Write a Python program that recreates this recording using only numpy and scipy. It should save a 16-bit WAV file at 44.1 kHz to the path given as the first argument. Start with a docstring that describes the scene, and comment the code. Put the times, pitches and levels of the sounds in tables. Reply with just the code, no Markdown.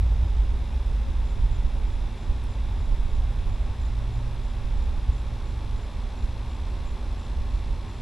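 """A far rocket launch rumbles first over a quiet yard at night: bands of noise surge and slowly fade.
Nearby a motor, likely an air conditioner, hums on multiples of its turning rate and buzzes by
exciting the modes of a loose panel, in the broadband rush of its fan.
A cricket joins with tonal chirps about three times a second, and a damped resonance ticks once."""
import sys
import numpy as np
from scipy import signal
from scipy.fft import rfft, irfft, next_fast_len
from scipy.io import wavfile
from scipy.ndimage import uniform_filter1d

SR = 44100
rng = np.random.default_rng(int(sys.argv[2]) if len(sys.argv) > 2 else 0)


def wav_record(signal):
    """Record a signal, one row per channel, as 16-bit PCM in the file named by sys.argv[1]."""
    frames = np.transpose(np.atleast_2d(signal))
    bounded = np.clip(frames, -1, 1)
    # unit amplitude maps onto the largest positive 16-bit level
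    quanta = np.round(bounded * 32767).astype(np.int16)
    wavfile.write(sys.argv[1], SR, quanta)


N = 353566
TIME = np.arange(N) / SR


def from_db(db):
    """Level to amplitude: 20 dB is a factor of ten."""
    return 10 ** (np.asarray(db) / 20)


def rms_one(x):
    """Normalization: scale to a root mean square of 1."""
    return x / np.sqrt(np.mean(x ** 2) + 1e-20)


def in_time(rows):
    """Linear interpolation: the columns of a curve at every sample."""
    s, *columns = np.transpose(rows)
    return [np.interp(TIME, s, c) for c in columns]


def at_hz(points, hz):
    """Linear interpolation on a log-frequency axis."""
    known_hz, values = np.transpose(points)
    return np.interp(np.log(hz), np.log(known_hz), values)


def pan(left_db):
    """Interaural level difference: left and right gains, left_db being left minus right."""
    return from_db(np.array([[.5], [-.5]]) * left_db)


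def drift(rate):
    """Low-passed noise: random fluctuation of spread 1, slower than about rate [Hz]."""
    step = 40  # samples between computed points
    r = np.exp(-2 * np.pi * step * rate / SR)
    noise = rng.standard_normal(N // step + 2002)
    slow = signal.lfilter([1], [1, -2 * r, r * r], noise)[2000:]  # drop the settling
    return np.interp(np.arange(N) / step, np.arange(len(slow)), rms_one(slow))


def ring(clicks, hz, t60):
    """Damped resonator: a unit click starts a sine of height 1 that falls 60 dB in t60 [s]."""
    r, w = from_db(-60 / (t60 * SR)), 2 * np.pi * hz / SR
    return signal.lfilter([0, np.sin(w)], [1, -2 * r * np.cos(w), r * r], clicks + 1e-18)


def tone(hz, wander_hz, rate):
    """Frequency modulation: a sine of rms 1 whose pitch wanders at random."""
    cycles = np.cumsum(hz + wander_hz * drift(rate)) / SR
    return np.sqrt(2) * np.sin(2 * np.pi * (cycles + rng.random()))


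def partials(turns, table):
    """Harmonic series: gently wavering sines on multiples of a turning rate."""
    total = 0
    for multiple, db in table:
        sine = np.sin(2 * np.pi * (round(multiple) * turns + rng.random()))
        total = total + from_db(db + 2.0 * drift(11.0)) * sine
    return np.sqrt(2) * total


# stereo width of the noises: (frequency [Hz], side minus mid [dB])
WIDTH = [(25, -27), (70, -26), (160, -29), (195, -28), (240, -28), (470, -20), (830, -32), (1250, -18.5),
         (2000, -21.5), (4000, -12), (7000, -7), (11000, -7.5)]
# stereo balance of the noises: (frequency [Hz], left minus right [dB])
BALANCE = [(25, -6), (50, -1), (90, -0.3), (170, 1), (800, 0.07), (2800, 0.5), (5500, 1.5), (9000, -1.3)]


def turbulence(spectrum):
    """Spectral shaping: coloured stereo noise, nearly alike on both sides in the bass; rms 1."""
    size = next_fast_len(N)
    hz = np.maximum(np.arange(size // 2 + 1) * SR / size, 1)
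    mid, side = rfft(rng.standard_normal((2, size)))
    pair = mid + from_db(at_hz(WIDTH, hz)) * side * [[1], [-1]]
    # beyond the table's ends the noise falls off at 12 dB per octave
    skirts = np.minimum(hz / spectrum[0][0], 1) ** 2 * np.minimum(spectrum[-1][0] / hz, 1) ** 2
    colour = skirts * from_db(at_hz(spectrum, hz))
    return rms_one(irfft(pair * colour * pan(at_hz(BALANCE, hz)), size)[:, :N])


# colour of the night air: (frequency [Hz], relative spectral density [dB])
HISS = [(1100, -12.5), (1700, -0.5), (2400, 2), (3000, -3), (3700, -1.5), (4500, -10), (5000, -5),
        (5800, -10.5), (6600, -13.5), (7700, -14), (8800, -20), (10000, -14.5), (11500, -19.5),
        (12400, -37), (15000, -35)]


def night_air():
    """Broadband noise: a thin, steady hiss."""
    return from_db(-54) * turbulence(HISS)


# colour of the fan's rush: (frequency [Hz], relative spectral density [dB])
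RUSH = [(90, 4), (135, 6), (170, 2), (200, 3.5), (270, -0.5), (400, -1), (480, -5), (555, -0.5), (650, -6),
        (770, -3.5), (890, -0.5), (1030, -6.5), (1700, -15), (2600, -43)]
# mains and fan tones: (frequency [Hz], level [dB])
TONES = [(163, -58.5), (218, -58), (240, -53), (253, -66.5), (296, -71.5), (327, -64), (382, -65),
         (414, -63.5)]


def fan():
    """Flow noise and tones: a steady rush of air with soft mains and blade tones in it."""
    rush = from_db(-45 + 0.5 * drift(27.0)) * turbulence(RUSH)
    tones = sum(from_db(db + 1.0 * drift(1.0)) * tone(hz, wander_hz=0.32, rate=2.38) for hz, db in TONES)
    return rush + tones


MOTOR_HZ = 58.57  # mean turning rate
# motor hum: (multiple of the turning rate, level before the motor curve [dB])
HUM = [(18, -66), (19, -67.5), (20, -71.5)]
# air rushing through the housing, near the hum: (frequency [Hz], relative spectral density [dB])
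HOUSING = [(900, 8), (1040, 15), (1140, 9), (1230, -2), (1380, -19)]
# motor whine: (multiple of the turning rate, level before the motor curve [dB])
WHINE = [(46, -71), (57, -76), (61, -73.5), (66, -75)]
# motor curve, in which the hum grows steadily: (time [s], hum gain [dB], whine gain [dB])
MOTOR = [(0, -6, -4), (1.8, -2, 0.5), (3, 0.5, -2), (4.5, 2.5, -0.5), (8, 4, -0.5)]
# a loose panel touches several times a turn: (share of the turn, relative level [dB])
CONTACTS = [(.40, 0), (.46, -3), (.63, 0), (.79, -4)]
# panel modes: (frequency [Hz], relative level at mid-time [dB], t60 [s], growth [dB per s])
PANEL = [(2610, -12, 0.013, 1.1), (3420, -1, 0.015, -0.1), (3890, 2, 0.0069, 0.02),
         (4140, 3.5, 0.0064, 0.7), (4333, -1.5, 0.0097, 1.0), (5040, -11, 0.0058, 0.8),
         (5810, -10, 0.0071, 0.5), (8040, -13, 0.0057, .4)]


def motor():
    """Periodic excitation: rotation sounds harmonics and strikes a panel's modes on every turn."""
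    turns = np.cumsum(MOTOR_HZ * (1 + .0002 * drift(0.96))) / SR
    hum_db, whine_db = in_time(MOTOR)
    housing_air = from_db(-68.5) * turbulence(HOUSING)
    hum = from_db(hum_db) * (partials(turns, HUM) + housing_air)
    whine = from_db(whine_db) * partials(turns, WHINE)

    touches = np.zeros(N)
    for share, db in CONTACTS:
        once_a_turn = np.diff(np.floor(turns - share), prepend=-1)
        touches += from_db(db + drift(25)) * once_a_turn
    buzz = np.zeros(N)
    for k, (hz, db, t60, growth) in enumerate(PANEL):
        mode_gain = from_db(db + growth * (TIME - TIME.mean()))
        buzz += (-1) ** k * mode_gain * ring(touches, hz, t60)  # neighbouring modes alternate in sign
    return hum + (whine + from_db(-60) * rms_one(buzz)) * pan(left_db=2.5)


def yard(x):
    """Diffuse scattering: walls and shrubs add a short tail, different on each side."""
    t60_s = .45
    age = TIME[:SR // 2]
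    tail = rng.standard_normal((2, len(age))) * from_db(-60 * age / t60_s)
    tail /= np.sqrt(np.sum(tail ** 2) / 2)
    return signal.fftconvolve(x[None], tail, axes=1)[:, :N]


CRICKET_HZ, STROKE_SPACING_S = 7200, 0.046
# cricket chirps: (start time [s], level before the stroke trim [dB])
CHIRPS = [(1.24, -64), (1.50, -64), (1.86, -65), (2.16, -68), (2.47, -65.5), (2.78, -67), (3.08, -67.5),
          (3.47, -67.5), (3.80, -63.5), (4.12, -64.5), (4.43, -65), (4.76, -67), (5.11, -65), (5.44, -65),
          (5.76, -65), (6.16, -66), (6.49, -64), (6.85, -62.5), (7.18, -65), (7.50, -65), (7.88, -64.5)]


def cricket():
    """Stridulation: two uneven wing strokes a chirp, blurred by the yard; others sound faintly far off."""
    strokes = np.zeros(N)
    chances = rng.uniform(-1, 1, (len(CHIRPS), 2, 2))
    for (start, db), chance in zip(CHIRPS, chances):
        for k, (force, stretch) in enumerate(chance):
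            length = int(STROKE_SPACING_S * SR * 0.99 * 0.75 ** stretch)
            stroke = from_db(db - 2.5 + 1.1 * force) * np.hanning(length) ** 0.5
            at = int((start + k * STROKE_SPACING_S) * SR)
            strokes[at:at + length] += stroke[:max(N - at, 0)]
    near = strokes * from_db(2.0 * drift(90)) * tone(CRICKET_HZ, wander_hz=22, rate=43)
    far = from_db(-88 + 3.5 * drift(5)) * tone(6870, wander_hz=33.7, rate=66)
    return (near + from_db(-5) * yard(near) + far) * pan(left_db=-4.0)


# hard contacts, so close that they make one dry tick: (time [s], click level before filtering [dB])
TICKS = [(2.4391, -36), (2.4415, -49), (2.452, -44)]


def tick():
    """Impulse response: a tiny hard contact rings very briefly, high up."""
    clicks = np.zeros(N)
    for s, db in TICKS:
        clicks[int(s * SR)] = from_db(db)
    rung = ring(clicks, hz=10200, t60=.0008)
    low_pass = signal.butter(6, 11800, fs=SR, output="sos")
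    return signal.sosfilt(low_pass, rung) * pan(left_db=-1.0)


# a narrow drone inside the roar: (time [s], pitch [Hz], level [dB])
DRONE = [(3.8, 112, -50), (3.95, 113.7, -39), (4.07, 115.3, -34), (4.3, 116.8, -37.5), (4.45, 116.5, -42),
         (4.65, 116, -37.5), (4.8, 113.5, -41), (4.9, 111, -50), (5.12, 119.5, -41), (5.4, 120.5, -43),
         (5.6, 122, -54)]


def drone():
    """Narrow-band tone: a low note rises out of the roar, sinks and returns higher and weaker."""
    hz, db = in_time(DRONE)
    sounding = (TIME > DRONE[0][0]) & (TIME < DRONE[-1][0])
    fade = uniform_filter1d(sounding * 1.0, SR // 10)
    return fade * from_db(db + 2.0 * drift(6.6)) * tone(hz, wander_hz=1.0, rate=6.5)


def evened(x):
    """Gain levelling: keep the quick flutter of a noise, level its slower swells."""
    span = int(.06 * SR)
    return x / np.sqrt(uniform_filter1d(np.mean(x ** 2, axis=0), span) + 1e-9)


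def bumps(rows):
    """Gaussian envelope: a smooth rise or dip in dB around each event."""
    return sum(db * np.exp(-((TIME - s) / half_width_s) ** 2) for s, db, half_width_s in rows)


# slow swell and fade: (time [s], deep rumble, upper roar and growl levels, the first two untrimmed [dB])
ROCKET = [(0.0, -31, -15.5, -28.5), (0.4, -25, -20, -37), (0.8, -27, -20, -40.5), (1.2, -25, -24, -42),
          (1.45, -22, -25.5, -34.5), (1.95, -24, -27.5, -38.5), (2.3, -28, -26, -38),
          (2.65, -25.5, -21.5, -35), (3.0, -21, -27, -38), (3.5, -26.5, -23, -32.5),
          (3.9, -28, -24.5, -41.5), (4.6, -27.5, -29.5, -42), (4.85, -24.5, -23.5, -45),
          (5.15, -30.5, -26.5, -39.5), (5.62, -33, -27.5, -35.5), (5.9, -29, -28, -40.5),
          (6.4, -34, -28.5, -40.5), (7.05, -30, -27, -40.5), (7.6, -31, -25.5, -38.5),
          (8.02, -30, -33, -35.5)]
# colours of deep rumble, upper roar and higher growl: (frequency [Hz], relative spectral density [dB])
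DEEP = [(11, -2.5), (14, -4.5), (17.5, 4.5), (22, -3), (30, 4.5), (38, 5), (49, -3.5), (62, -18), (95, -30)]
ROAR = [(42, -2), (52, 9), (60, 4), (71, -0.5), (90, -22), (140, -29), (400, -66)]
GROWL = [(65, -7), (82, 5.5), (100, 1.5), (118, -1), (132, -10), (190, -23.5)]
# brief surges, slight to strong: (time [s], rise above the swell [dB], half-width [s])
SURGES = [(0.13, 1.5, 0.014), (0.41, 4, .03), (1.22, 5.5, .04), (1.44, 6, 0.016), (1.66, 2.5, 0.051),
          (2.31, 7.5, 0.027), (2.92, 4, .035), (3.21, 4, 0.051), (3.49, 4, 0.024), (4.02, 1, .02),
          (4.64, 5, .02), (4.90, 2.5, .025), (5.10, 12.5, 0.014), (6.24, 10.5, 0.01), (7.39, 5.5, 0.021),
          (7.55, 8, 0.0078), (7.72, 7.5, 0.02)]
# brief lulls, slight to strong, and one slight rise: (time [s], change from the swell [dB], half-width [s])
LULLS = [(0.67, -7, 0.035), (0.84, -15, 0.017), (1.29, -5.5, 0.044), (1.72, -3, .014), (1.85, 2, .02),
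         (2.18, -9, 0.07), (2.55, -8, 0.023), (2.83, -2.5, 0.077), (3.10, -8, 0.011), (3.33, -9, 0.02),
         (3.76, -13, 0.026), (4.95, -2, 0.015), (5.81, -8, 0.017), (5.90, -7.5, .035), (6.14, -3, 0.076),
         (6.98, -9, 0.021), (7.23, -12, 0.023), (7.94, -5.5, 0.032)]
DEEP_TRIM_DB, ROAR_TRIM_DB = -1.0, -3.4
# moving air makes rumble and roar flutter at random
FLUTTER_RATE_HZ, DEEP_FLUTTER_DB, ROAR_FLUTTER_DB = 4.7, 1.33, 1


def rocket():
    """Propagation loss: miles of air leave only the jet's bass, and make it surge and sag."""
    deep_db, roar_db, growl_db = in_time(ROCKET)
    deep_db = deep_db + DEEP_TRIM_DB + DEEP_FLUTTER_DB * drift(FLUTTER_RATE_HZ)
    roar_db = roar_db + ROAR_TRIM_DB + ROAR_FLUTTER_DB * drift(FLUTTER_RATE_HZ)
    deep = from_db(deep_db) * evened(turbulence(DEEP))
    roar = from_db(roar_db) * evened(turbulence(ROAR))
    growl = from_db(growl_db) * turbulence(GROWL)
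    surging = from_db(bumps(SURGES) + bumps(LULLS))
    return surging * (deep + roar) + growl


def scene():
    """Superposition: the near sounds of the yard and the far rumble add."""
    return night_air() + fan() + motor() + cricket() + tick() + drone() + rocket()


def record(dry):
    """Band limiting: a steep elliptic low-pass cuts the top."""
    low_pass = signal.ellip(10, .1, 80, 15700, fs=SR, output="sos")  # ripple, stop band [dB]; edge [Hz]
    return signal.sosfilt(low_pass, dry)


dry = scene()
out = record(dry)
wav_record(out)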